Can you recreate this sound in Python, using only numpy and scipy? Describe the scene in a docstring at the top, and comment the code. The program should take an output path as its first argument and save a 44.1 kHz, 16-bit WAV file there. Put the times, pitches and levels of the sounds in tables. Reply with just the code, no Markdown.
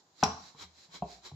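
"""A hand loom in a small, quiet room, heard from close by on a small stereo microphone.
Over faint room tone the reed slides lightly along the warp threads. The wooden bar knocks hard against
the frame and the reed clacks in its slot. The reed then swishes to and fro about three times a second,
with a few soft bumps as the hands move the bar. A second, duller knock falls at about one second."""
import sys
import numpy as np
from scipy import signal
from scipy.fft import rfft, irfft, next_fast_len
from scipy.io import wavfile

SR = 44100
rng = np.random.default_rng(int(sys.argv[2]) if len(sys.argv) > 2 else 0)


def to_wav(s):
    """Save 16-bit WAV."""
    ch = np.atleast_2d(s).T  # columns
    pcm = np.round(np.clip(ch, -1, 1) * 32767)  # PCM
    wavfile.write(sys.argv[1], SR, pcm.astype(np.int16))


N = 59535
TIME = np.arange(N) / SR

# likeness of the room's sound at left and right (frequency [Hz], likeness [-1..1])
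ROOM_LIKENESS = [(150, 0.96), (300, 0.95), (600, 1), (1100, 0.04), (3000, 0.042), (10000, 0.081)]


def amp(db):
    """Decibels to gain."""
    return 10 ** (np.asarray(db) / 20)


def unit(x):
    """Scaled to rms 1."""
    return x / np.sqrt(np.mean(x ** 2) + 1e-20)


def along(points, hz):
    """(frequency, value) points read on a log axis."""
    point_hz, values = np.transpose(points)
    return np.interp(np.log(hz + 1), np.log(point_hz + 1), values)


def filtered(x, gain):
    """Minimum-phase filter with the given gain over frequency."""
    size = 2 * next_fast_len(N)
    hz = np.fft.rfftfreq(size, 1 / SR)
    cepstrum = irfft(np.log(np.maximum(gain(hz), 1e-6)), size)
    cepstrum[1:size // 2] *= 2
    cepstrum[size // 2 + 1:] = 0
    return irfft(rfft(x, size) * np.exp(rfft(cepstrum)), size)[..., :N]


def coloured(x, curve):
    """x shaped by a curve of (frequency [Hz], gain [dB])."""
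    return filtered(x, lambda hz: amp(along(curve, hz)))


def dulled(x, cut_hz, order=4.8):
    """A steep low-pass: the softness of a contact."""
    return filtered(x, lambda hz: (1 + (hz / cut_hz) ** (2 * order)) ** -0.5)


def spread(pair, likeness):
    """Two unrelated signals to left and right with the given likeness over frequency."""
    hz = np.fft.rfftfreq(N, 1 / SR)
    turn = np.arccos(np.clip(likeness(hz), -1, 1)) / 2
    mid, side = irfft(rfft(pair) * [np.cos(turn), np.sin(turn)], N)
    return np.array([mid + side, mid - side])


def pan(db):
    """Left and right gains, the left louder by db."""
    return amp([[db / 2], [-db / 2]])


def fade(t60, time=TIME):
    """A decay of 60 dB in t60 seconds."""
    return np.exp(-np.log(1000) * time / t60)


def at(start, x):
    """x delayed by start seconds."""
    return np.pad(x, [(0, 0), (max(round(start * SR), 0), 0)])[:, :N]


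def ring(modes, pitch, length):
    """Struck modes die quickly and leave a faint after-ring; pitch scales frequency, length decay time."""
    after_ring = fade(0.3 * length)
    out = np.zeros((2, N))
    for hz, db, t60, side_db, after_db in modes:
        envelope = amp(db) * fade(t60 * length) + amp(after_db) * after_ring
        out += pan(side_db) * envelope * np.sin(2 * np.pi * hz * pitch * TIME)
    return out


def room(x):
    """The small room's answer: close walls first, then a diffuse tail."""
    # decay of the tail (frequency [Hz], t60 [s])
    decay = [(80, 0.14), (200, 0.58), (450, 0.31), (1000, 0.47), (2800, 0.36), (6000, 0.48), (12000, 0.18)]
    # colour of the reflections (frequency [Hz], gain [dB])
    colour = [(60, 4.5), (200, -7.5), (450, 5.5), (800, -1), (1150, 0.5), (2500, 7.5), (6000, 2),
              (12000, 6)]
    hz, time, noise = signal.stft(rng.standard_normal((2, N)), SR, nperseg=256)
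    early = amp(-3) * fade(0.091, time)
    diffuse = fade(along(decay, hz)[:, None], time)
    tail = signal.istft(noise * (early + diffuse), SR, nperseg=256)[1][:, :N]
    onset = 1 - np.exp(-(TIME / 0.002) ** 2)
    tail = spread(tail * onset, lambda hz: along(ROOM_LIKENESS, hz))
    tail = coloured(unit(tail) / np.sqrt(N), colour)
    return signal.fftconvolve(np.atleast_2d(x), tail, axes=1)[:, :N]


def room_tone():
    """The faint, steady background of the room."""
    # spectrum of the background (frequency [Hz], relative level [dB])
    colour = [(25, -13.5), (80, -8.5), (170, -3), (300, -5), (600, -6.5), (820, 0), (1300, -8), (2500, -17),
              (4200, -8.5), (6200, -11), (7200, -6.5), (8500, -25.5), (15000, -16.5)]
    air = spread(rng.standard_normal((2, N)), lambda hz: along(ROOM_LIKENESS, hz))
    return amp(-67.5) * unit(coloured(air, colour))


def frame_bumps(rise_s=0.0027, room_db=-7):
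    """Low, soft thuds of the whole frame as the hands move the bar, each one damped tone."""
    # thuds (time [s], level [dB], pitch [Hz], t60 [s])
    bumps = [(0.252, -41, 83, 0.32), (.546, -59.5, 152, 0.37), (.548, -56, 450, .05),
             (0.636, -56, 179, 0.25), (0.639, -58.5, 77.5, 0.45), (.885, -58.5, 165, 0.24),
             (0.947, -51, 187, .1), (1.007, -50, 125, 0.044), (1.021, -46, 59.8, 0.28),
             (1.262, -51, 375, .06), (1.322, -30, 148, 0.027), (1.335, -39, 135, 0.18)]
    attack = 1 - np.exp(-TIME / rise_s)
    out = np.zeros((1, N))
    for start, db, hz, t60 in bumps:
        thud = attack * fade(t60) * np.sin(2 * np.pi * hz * TIME)
        out += amp(db) * at(start, thud[None])
    return out + amp(room_db) * room(out)


def rubbing(strokes, colour, catches_per_s=2500, catch_share=0.35, likeness=0.27, room_db=-15.5):
    """Threads slip through the reed: dense tiny catches on a hiss, swelling with each stroke."""
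    catches = rng.standard_normal((2, N)) * (rng.random(N) < catches_per_s / SR)
    hiss = rng.standard_normal((2, N))
    slip = np.sqrt(catch_share) * unit(catches) + np.sqrt(1 - catch_share) * hiss
    slip = spread(slip, lambda hz: np.full_like(hz, likeness))
    slip = unit(coloured(slip, colour))
    speed = np.zeros((2, N))
    for peak, db, rise, fall, side_db in strokes:
        from_peak = (TIME - peak) / np.where(TIME < peak, rise, fall)
        speed += amp(db) * pan(side_db) / np.cosh(2 * np.clip(from_peak, -20, 20))
    swish = slip * speed
    return swish + amp(room_db) * room(swish)


def reed_returns():
    """The reed slides back along the warp, slowly and lightly."""
    # back strokes (peak time [s], level [dB], rise [s], fall [s], left-right [dB])
    strokes = [(-.02, -58.5, .05, 0.031, -7), (.225, -50.5, 0.047, 0.12, -4.5),
               (.478, -54.5, 0.12, 0.053, -3.5), (.79, -58.5, 0.055, 0.046, 0),
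               (.848, -58.5, 0.05, 0.03, -2.5), (1.118, -51.5, 0.055, 0.071, -2.5)]
    # spectrum of light rubbing (frequency [Hz], relative level [dB])
    colour = [(60, -18), (170, -3), (600, -7.5), (1000, -7), (1850, -6.5), (2250, -5.5), (2850, -11),
              (3700, -2), (3980, 5.5), (4450, 1), (5800, -3), (6400, -6), (7200, -1.5), (8200, -16.5)]
    return rubbing(strokes, colour)


def reed_pushes():
    """The reed is pushed along the warp, quickly and firmly."""
    # forward strokes (peak time [s], level [dB], rise [s], fall [s], left-right [dB])
    strokes = [(.626, -43.5, 0.041, 0.029, 0), (.958, -44, 0.036, 0.03, 0),
               (1.262, -44.5, 0.025, 0.037, 0.5)]
    # spectrum of firm rubbing (frequency [Hz], relative level [dB])
    colour = [(60, -4.5), (170, -15), (380, -4), (650, -11), (1030, -1.5), (1850, -11.5), (2250, -5),
              (2780, -15.5), (3200, -3.5), (3700, -7), (3950, 5.5), (4400, -5.5), (5800, -6), (6400, -13),
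              (7100, -5), (8200, -20.5)]
    return rubbing(strokes, colour)


def reed_clacks(room_db=-10.5):
    """The reed rattles briefly in its slot just after the hard knock."""
    # hits in the slot (time [s], level [dB], left-right [dB])
    clacks = [(0.236, -19.5, 3), (0.2384, -23, 9), (.2396, -24, 1)]
    # modes of the reed (base frequency [Hz], level [dB], base t60 [s], left-right [dB], after-ring [dB])
    reed_modes = [(2410, -27, 0.027, 3, -57), (4100, -9.5, 0.043, -3.5, -41), (5330, -9, 0.03, 4, -36.5),
                  (5880, 4, .034, -2, -27), (6010, -18, 0.022, -3.5, -32), (6000, -19, 0.023, -4, -41),
                  (6850, -20.5, 0.017, -4, -43.5), (12120, -13.5, .02, -2, -50.5),
                  (14500, -30.5, .012, -3, -63.5)]
    ringing = ring(reed_modes, pitch=0.96, length=0.46)
    out = np.zeros((2, N))
    for start, db, side_db in clacks:
        snap = amp(1) * dulled(fade(0.017) * rng.standard_normal((2, N)), cut_hz=7200)
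        out += amp(db) * pan(side_db) * at(start, ringing + snap)
    return out + amp(room_db) * room(out)


def bar_knocks(rise_s=0.001):
    """The bar meets the frame: damped wooden modes, duller for a soft contact, and the bar's dry tick."""
    # contacts; where the frame is struck sets its pitch
    # (time [s], level [dB], cut-off [Hz], pitch [ratio], ring length [ratio], tick [dB], room send [dB])
    contacts = [(.2278, -13.5, 2360, 1.285, 0.51, -21, -6), (0.2298, -8, 1480, 0.97, 0.86, -34.5, -6),
                (.5475, -45, 1280, 1.25, .4, -70, -3), (0.893, -56, 1100, 1.1, 0.53, -72, -19),
                (1.0221, -18, 880, .9, 0.91, -42.5, -6), (1.3152, -43, 1100, 0.95, 0.77, -75.5, -6)]
    # modes of the frame (base frequency [Hz], level [dB], base t60 [s], left-right [dB], after-ring [dB])
    frame_modes = [(162.6, -20, 0.12, -2.5, -40), (198.6, -9.5, 0.069, 0, -54.5),
                   (345, -31, 0.14, 3.5, -46), (455, -15.5, .06, 7.5, -56.5), (729, -11.5, 0.051, 3, -41.5),
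                   (789, -4.5, 0.043, -1.5, -31), (854, -1, 0.028, 4, -40), (1045.4, -11.5, 0.045, 8, -37),
                   (1109, -17.5, 0.037, 7.5, -43), (1167, -20, 0.052, 8, -49),
                   (1550, -19.5, 0.039, -6, -45)]
    # high modes of the bar (columns and units as for the frame)
    bar_modes = [(2640, -10.5, 0.015, -1, -37), (2764, -4.5, 0.01, -10, -39),
                 (3178, -6.5, 0.0083, -13, -38), (4115, -9, 0.015, -2.5, -39.5),
                 (6550, -10.5, 0.0027, -4.5, -48)]
    # how well the frame radiates (frequency [Hz], gain [dB])
    radiation = [(30, -6.5), (120, -7), (200, 2.5), (300, -1), (560, -7), (760, -1.5), (1100, 3.5),
                 (1600, 3), (2000, -7.5)]
    attack = 1 - np.exp(-TIME / rise_s)
    bar_ring = attack * ring(bar_modes, pitch=0.98, length=0.87)
    out = np.zeros((2, N))
    for start, db, cut_hz, pitch, length, tick_db, room_db in contacts:
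        crack = amp(-17) * fade(0.036) * rng.standard_normal(N)
        body = coloured(attack * ring(frame_modes, pitch, length) + crack, radiation)
        tick = bar_ring + amp(-28.5) * fade(0.005) * rng.standard_normal(N)
        blow = amp(db) * dulled(body, cut_hz) + amp(tick_db) * tick
        out += at(start, blow + amp(room_db) * room(blow.mean(axis=0)))
    return out


def scene():
    """The loom close by, the quiet room behind it."""
    return bar_knocks() + reed_clacks() + frame_bumps() + reed_pushes() + reed_returns() + room_tone()


def record(dry, top_hz=15500):
    """A small microphone, weak above 8 kHz, with a hard band limit."""
    # microphone response (frequency [Hz], gain [dB])
    response = [(20, -18.5), (60, 1), (7200, -1.5), (8100, -5.5), (9000, -24), (10000, -13), (15000, -13.5)]
    heard = coloured(dry, response)
    in_band = np.fft.rfftfreq(2 * N, 1 / SR) < top_hz
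    return irfft(rfft(heard, 2 * N) * in_band)[:, :N]


dry = scene()
out = record(dry)
to_wav(out)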